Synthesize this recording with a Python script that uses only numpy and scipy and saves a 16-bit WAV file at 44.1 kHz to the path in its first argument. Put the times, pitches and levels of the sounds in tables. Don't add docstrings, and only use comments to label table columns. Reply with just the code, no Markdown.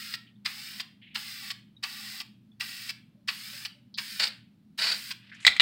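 import sys
import numpy as np
from scipy import signal
from scipy.fft import rfft, irfft, next_fast_len
from scipy.io import wavfile
from scipy.ndimage import map_coordinates

SR = 44100
rng = np.random.default_rng(int(sys.argv[2]) if len(sys.argv) > 2 else 0)


def output_pcm(signal):
    pcm = np.clip(np.atleast_2d(signal).T, -1, 1) * 32767
    wavfile.write(sys.argv[1], SR, np.round(pcm).astype(np.int16))


N = 247401
T = np.arange(N) / SR


def amp(db):
    return 10 ** (np.asarray(db) / 20)


def unit(x):
    return x / np.sqrt(np.mean(x ** 2) + 1e-20)


def along(points, hz):
    f, v = np.transpose(points)
    return np.interp(np.log(hz + 1), np.log(f + 1), v)


def bell(hz, centre_hz, octaves):
    return np.exp(-.5 * (np.log2((hz + 1) / centre_hz) / octaves) ** 2)


def resonance(hz, centre_hz, width_hz):
    return 1 / (1 + (2 * (hz - centre_hz) / width_hz) ** 2)


def filtered(x, response):
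    m = next_fast_len(N + SR // 2)
    return irfft(rfft(x, m) * response(np.fft.rfftfreq(m, 1 / SR)), m)[:N]


def noise(response):
    return unit(filtered(rng.standard_normal(N), response))


def wobble(rate):
    return map_coordinates(rng.standard_normal(N // 8), [T * rate], mode="mirror")


def swell(start, end, attack, release):
    return np.clip((T - start) / attack, 0, 1) * np.exp(-np.maximum(T - end, 0) / release)


def strike(s, db, t60):
    age = np.clip(T - s, 0, 2 * t60)
    return amp(db - 60 * age / t60) * np.minimum(age / 0.0014, 1)


# (frequency [Hz], width [Hz], level [dB])
HUM_BANDS = [(118.6, 6.9, -65), (206.3, 20, -62)]
# (frequency [Hz], gain [dB])
VENT_EQ = [(25, -23.5), (90, -9), (210, 1.5), (300, -11), (430, -27), (900, -32.5), (2000, -36),
           (4200, -36), (6500, -47), (15000, -47)]

def room_tone(vent_db=-60):
    hum = sum(amp(db) * noise(lambda f: resonance(f, hz, width)) for hz, width, db in HUM_BANDS)
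    return hum + amp(vent_db) * noise(lambda f: amp(along(VENT_EQ, f)))


# (frequency [Hz], width [Hz], strength [dB])
CAVITIES = [(1780, 730, -15), (4820, 1300, -0.5), (8260, 840, -7.5)]

def turbulence(eq, rough_db, rate):
    cavity = lambda f: 1 + sum(amp(db) * resonance(f, hz, width) for hz, width, db in CAVITIES)
    flow = rng.standard_normal(N) * amp(rough_db * wobble(rate))
    return unit(filtered(flow, lambda f: amp(along(eq, f)) * cavity(f)))


# (open [s], shut [s], hiss [dB], opening spit [dB], closing spit [dB],
# hollow pitch [Hz], hollow level [dB re the jet])
BURSTS = [(-.1, 0.157, -41.5, -30, -25.5, 1403, -12), (0.447, .817, -42, -24.5, -27, 809, -25.5),
          (1.143, 1.522, -42, -25.5, -26, 822, -25.5), (1.825, 2.22, -42, -24, -27.5, 798, -21),
          (2.597, 2.911, -42, -25.5, -25.5, 797, -30), (3.273, 3.669, -43, -22.5, -28, 832, -27.5),
          (3.972, 4.288, -42.5, -26, -27.5, 915, -29), (4.775, 5.126, -42, -26.5, -25.5, 992, -31)]
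# (frequency [Hz], gain [dB])
HISS_EQ = [(300, -52.5), (600, -37.5), (900, -30), (1250, -9.5), (1800, -1), (3000, -1), (4200, -2.5),
           (5100, -2), (6100, -12.5), (8600, -10), (9900, -17.5), (12500, -14), (15700, -9)]
SPIT_EQ = [(210, -52.5), (350, -34.5), (513, -48), (969, -10.5), (1310, -9.5), (1770, -0.5), (3200, 3),
           (3460, 0), (4760, 1.5), (6340, -16), (8050, -16), (9740, -23), (15700, -51)]
# (time [s], level [dB])
SIZZLE_RIDE = [(.5, -65), (2.8, -57), (5, -53.5)]
# (level [dB re the spit], centre [Hz], width [octaves], t60 [s])
STEM_KNOCK = (-11.5, 1852, 0.75, 0.1426)

def spray(rise_s=0.014, fall_s=0.0077, shut_lead_s=.0195, shut_fade_s=0.012):
    hiss, spit, gate, hollow_drive, knocks = np.zeros((5, N))
    stem_db, stem_hz, stem_octaves, stem_t60 = STEM_KNOCK
    for start, stop, hiss_db, open_db, shut_db, _, hollow_db in BURSTS:
        valve = np.clip((T - start) / .006, 0, 1) * np.clip((stop - T) / .004 + .5, 0, 1)
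        flow = amp(hiss_db) * valve
        age = T - start - rise_s
        opening = amp(open_db) * valve * np.exp(-np.abs(age) / np.where(age < 0, .004, fall_s))
        age = np.maximum(T - stop + shut_lead_s, 0)
        closing = amp(shut_db) * valve * np.minimum(age / 0.0022, 1) * np.exp(-age / shut_fade_s)
        knocks += strike(start + rise_s, open_db + stem_db, stem_t60)
        gate += valve
        hiss += flow
        spit += opening + closing
        hollow_drive += amp(hollow_db) * (flow + opening + closing)
    sizzle = gate * amp(np.interp(T, *np.transpose(SIZZLE_RIDE)))
    return (hiss * amp(0.9 * wobble(16)) * turbulence(HISS_EQ, rough_db=1.0, rate=510)
            + sizzle * noise(lambda f: bell(f, 7800, 0.81))
            + hollow_drive * hollow()
            + knocks * noise(lambda f: bell(f, stem_hz, stem_octaves))
            + spit * turbulence(SPIT_EQ, rough_db=3.5, rate=900))


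# (pitch ratio, width [Hz], gain [dB])
HOLLOW_MODES = [(1, 55, -6.5), (1.389, 50, -3)]

def hollow(fitful_db=3, wander=.035):
    starts, *_, hz, _ = np.transpose(BURSTS)
    burst = np.searchsorted(starts, T, side="right") - 1
    pitch = hz[burst] * (1 + wander * wobble(9))
    phase = 2 * np.pi * np.cumsum(pitch) / SR
    slow = lambda width: noise(lambda f: np.exp(-.5 * (f / width) ** 2))
    out = np.zeros(N)
    for ratio, width, db in HOLLOW_MODES:
        level = amp(db + fitful_db * wobble(21.93))
        breathy_tone = slow(width) * np.cos(ratio * phase) + slow(width) * np.sin(ratio * phase)
        out += level * breathy_tone
    return out


# (time [s], bench echo delay [ms])
SWING_TURNS = [(-0.3, 2.06), (0.33, 2.51), (0.84, 2.01), (1.66, 2.73), (2.37, 2.49), (3.19, 2.73),
               (3.78, 1.54), (4.37, 2.23), (5.24, 1.88)]

def swing():
    s, ms = np.transpose(SWING_TURNS)
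    turns = np.arange(len(s))
    part, turn = np.modf(np.interp(T, s, turns))
    return np.interp(turn + (1 - np.cos(np.pi * part)) / 2, turns, ms)


# (frequency [Hz], gain [dB])
BEAM_EQ = [(4000, -1.5), (13000, 2.5)]
ECHO_GAINS = (.33, .25)
NEAR_CLUTTER = (.78, .98, 1.11)

def bench(x, moving_clutter=4, clutter_gain=.14):
    bench_ms = swing()
    foam_ms = .5 + .39 * bench_ms
    clutter_ms = [*NEAR_CLUTTER] + [bench_ms + extra for extra in rng.uniform(-1, 3, moving_clutter)]
    delays = [bench_ms, foam_ms] + clutter_ms
    gains = [*ECHO_GAINS] + [clutter_gain] * len(clutter_ms)
    beamed = filtered(x, lambda f: amp(along(BEAM_EQ, f)))
    echoes = sum(gain * map_coordinates(beamed, [(T - ms / 1000) * SR]) for gain, ms in zip(gains, delays))
    return (x + echoes) / np.linalg.norm((1, *gains))


# (frequency [Hz], t60 [s])
ROOM_DECAY = [(200, 0.21), (1000, 0.31), (3000, 0.41), (5000, 0.27), (9000, 0.34), (15000, 0.29)]
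# (frequency [Hz], gain [dB])
WALL_EQ = [(300, 7), (2000, -4), (4800, -3.5), (7000, -6), (15000, -4.5)]

def workshop(x, wet_db):
    wet = np.zeros(N)
    for span in np.array_split(np.arange(N), 20):
        hz, t, bands = signal.stft(rng.standard_normal(SR // 2), SR, nperseg=256)
        decay = amp(-60 * t / along(ROOM_DECAY, hz)[:, None])
        tail = signal.istft(bands * decay, SR, nperseg=256)[1]
        tail *= np.minimum(np.arange(len(tail)) / SR / 0.0049, 1)
        reverb = signal.fftconvolve(x[span], tail / np.linalg.norm(tail))[:N - span[0]]
        wet[span[0]:span[0] + len(reverb)] += reverb
    return amp(wet_db) * filtered(wet, lambda f: amp(along(WALL_EQ, f)))


# (start [s], end [s], level [dB], centre [Hz], width [octaves])
FINGER_RUBS = [(.265, .28, -58, 2800, .3), (1.015, 1.14, -55.5, 2600, .36), (5.315, 5.331, -45, 1900, .3),
               (5.342, 5.35, -63, 5500, .5), (5.402, 5.443, -60, 7200, .3)]
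# (time [s], level [dB], centre [Hz], width [octaves])
FINGER_TAPS = [(.355, -68, 3530, .06), (1.024, -55, 3180, 0.12), (1.765, -56, 3830, .04),
               (2.516, -65.5, 3440, 0.037), (3.941, -38, 4130, 0.22)]

def fingers(attack_s=0.0029, release_s=0.019, tap_t60=0.097):
    rubs = sum(amp(db) * swell(start, end, attack_s, release_s) * noise(lambda f: bell(f, hz, octaves))
               for start, end, db, hz, octaves in FINGER_RUBS)
    taps = sum(strike(s, db, tap_t60) * noise(lambda f: bell(f, hz, octaves))
               for s, db, hz, octaves in FINGER_TAPS)
    return rubs * amp(3.2 * wobble(100)) + taps


# (time [s], level [dB])
FOAM_HITS = [(3.153, -66), (3.529, -63), (3.749, -66.5)]

def foam_bumps(hz=581, octaves=0.061, t60=0.24):
    return sum(strike(s, db, t60) for s, db in FOAM_HITS) * noise(lambda f: bell(f, hz, octaves))


# (start [s], end [s], level [dB], release [s])
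SPUTTERS = [(4.194, 4.245, -25.3, 0.017), (4.787, 4.921, -27, 0.024)]
# (frequency [Hz], gain [dB])
FROTH_EQ = [(150, -45.5), (250, -27.5), (379, -27.5), (483, -14.5), (1210, -12), (1490, -3), (2680, -1.5),
            (3300, -4.5), (4670, 2), (6160, -20), (7080, -14.5), (11500, -27), (15700, -40)]

def sputter(attack_s=.004):
    envelope = sum(amp(db) * swell(start, end, attack_s, release) for start, end, db, release in SPUTTERS)
    return envelope * amp(1.8 * wobble(150)) * turbulence(FROTH_EQ, rough_db=-0.5, rate=1400)


# (start [s], end [s], level [dB], attack [s], release [s])
SLOSH_CUE = (5.17, 5.45, -54.5, .17, 1)
# (frequency [Hz], gain [dB])
SLOSH_EQ = [(500, -20.5), (1100, -7.5), (1700, 5), (2800, 8), (5000, -2.5), (6500, -23.5), (8500, -21),
            (11000, -34.5), (15000, -48.5)]

def slosh():
    start, end, db, attack, release = SLOSH_CUE
    envelope = amp(db) * swell(start, end, attack, release) * amp(3.2 * wobble(100))
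    return envelope * noise(lambda f: amp(along(SLOSH_EQ, f)))


# (time [s], level [dB], excited band centre [Hz], width [octaves], crack [dB re the hit])
BALL_HITS = [(5.4497, -5, 1990, 0.19, -16.5), (5.4664, -6.5, 4020, 0.31, -1),
             (5.4735, -8, 3850, 0.15, -20.5), (5.478, -1, 2000, 0.2, -20), (5.5648, -21, 2200, 0.4, -10),
             (5.598, -0.5, 3220, 0.17, -31), (5.604, -2, 3400, 0.4, -17.5)]
# (frequency [Hz], relative level [dB], t60 [s])
CAN_MODES = [(1410, 2.5, 0.024), (1967, -19.5, 0.12), (2007, 11, 0.02), (2124, -0.5, 0.03),
             (2295, 2.5, 0.037), (2680, -18, 0.022), (2910, -1.5, 0.027), (3390, -17, 0.1),
             (3560, -11, 0.095), (3810, 1, 0.015), (3910, -14, 0.14), (3890, 1.5, 0.015), (4480, -18, .04),
             (4760, -24, 0.035), (7600, -12, 0.018), (7460, -24, 0.009)]
# (frequency [Hz], gain [dB])
CRACK_EQ = [(30, 0), (200, -22), (700, -7.5), (1500, -4.5), (4200, 10), (6000, -9), (8000, -3),
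            (10000, -24.5), (16000, -23)]

def rattle(contact_cycles=1.18, crack_t60=0.043, spill=0.073):
    out = np.zeros(N)
    hz, db, t60 = np.transpose(CAN_MODES)[:, :, None]
    t = np.arange(SR // 3) / SR
    crack = noise(lambda f: amp(along(CRACK_EQ, f)))
    for s, hit_db, centre_hz, octaves, crack_db in BALL_HITS:
        start = round(s * SR)
        age = t[:N - start]
        span = slice(start, start + len(age))
        weights = amp(db + rng.normal(0, 2.7, db.shape)) * (bell(hz, centre_hz, octaves) + spill)
        pitch = hz * (1 + rng.normal(0, .008, hz.shape))
        modes = weights * amp(-60 * age / t60) * np.sin(2 * np.pi * pitch * age)
        ring = modes.sum(axis=0) / np.linalg.norm(weights)
        snap = amp(crack_db - 60 * age / crack_t60) * crack[span]
        attack = 1 - np.exp(-age * centre_hz / contact_cycles)
        out[span] += amp(hit_db) * (ring + snap) * attack
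    return out


def scene():
    jet = spray() + sputter()
    ball = rattle()
    handling = fingers() + foam_bumps() + slosh()
    reverb = workshop(jet + amp(-1) * ball, wet_db=-8.0)
    return (room_tone() + bench(jet) + handling + ball + reverb)[None]


def record(dry, low_cut_hz=50, top_hz=15900):
    low_cut = lambda hz: hz ** 2 / (hz ** 2 + low_cut_hz ** 2)
    high_cut = lambda hz: np.clip((top_hz - hz) / 300 + .5, 0, 1)
    return filtered(np.clip(dry[0], -1, 1), lambda hz: low_cut(hz) * high_cut(hz))[None]


dry = scene()
out = record(dry)
output_pcm(out)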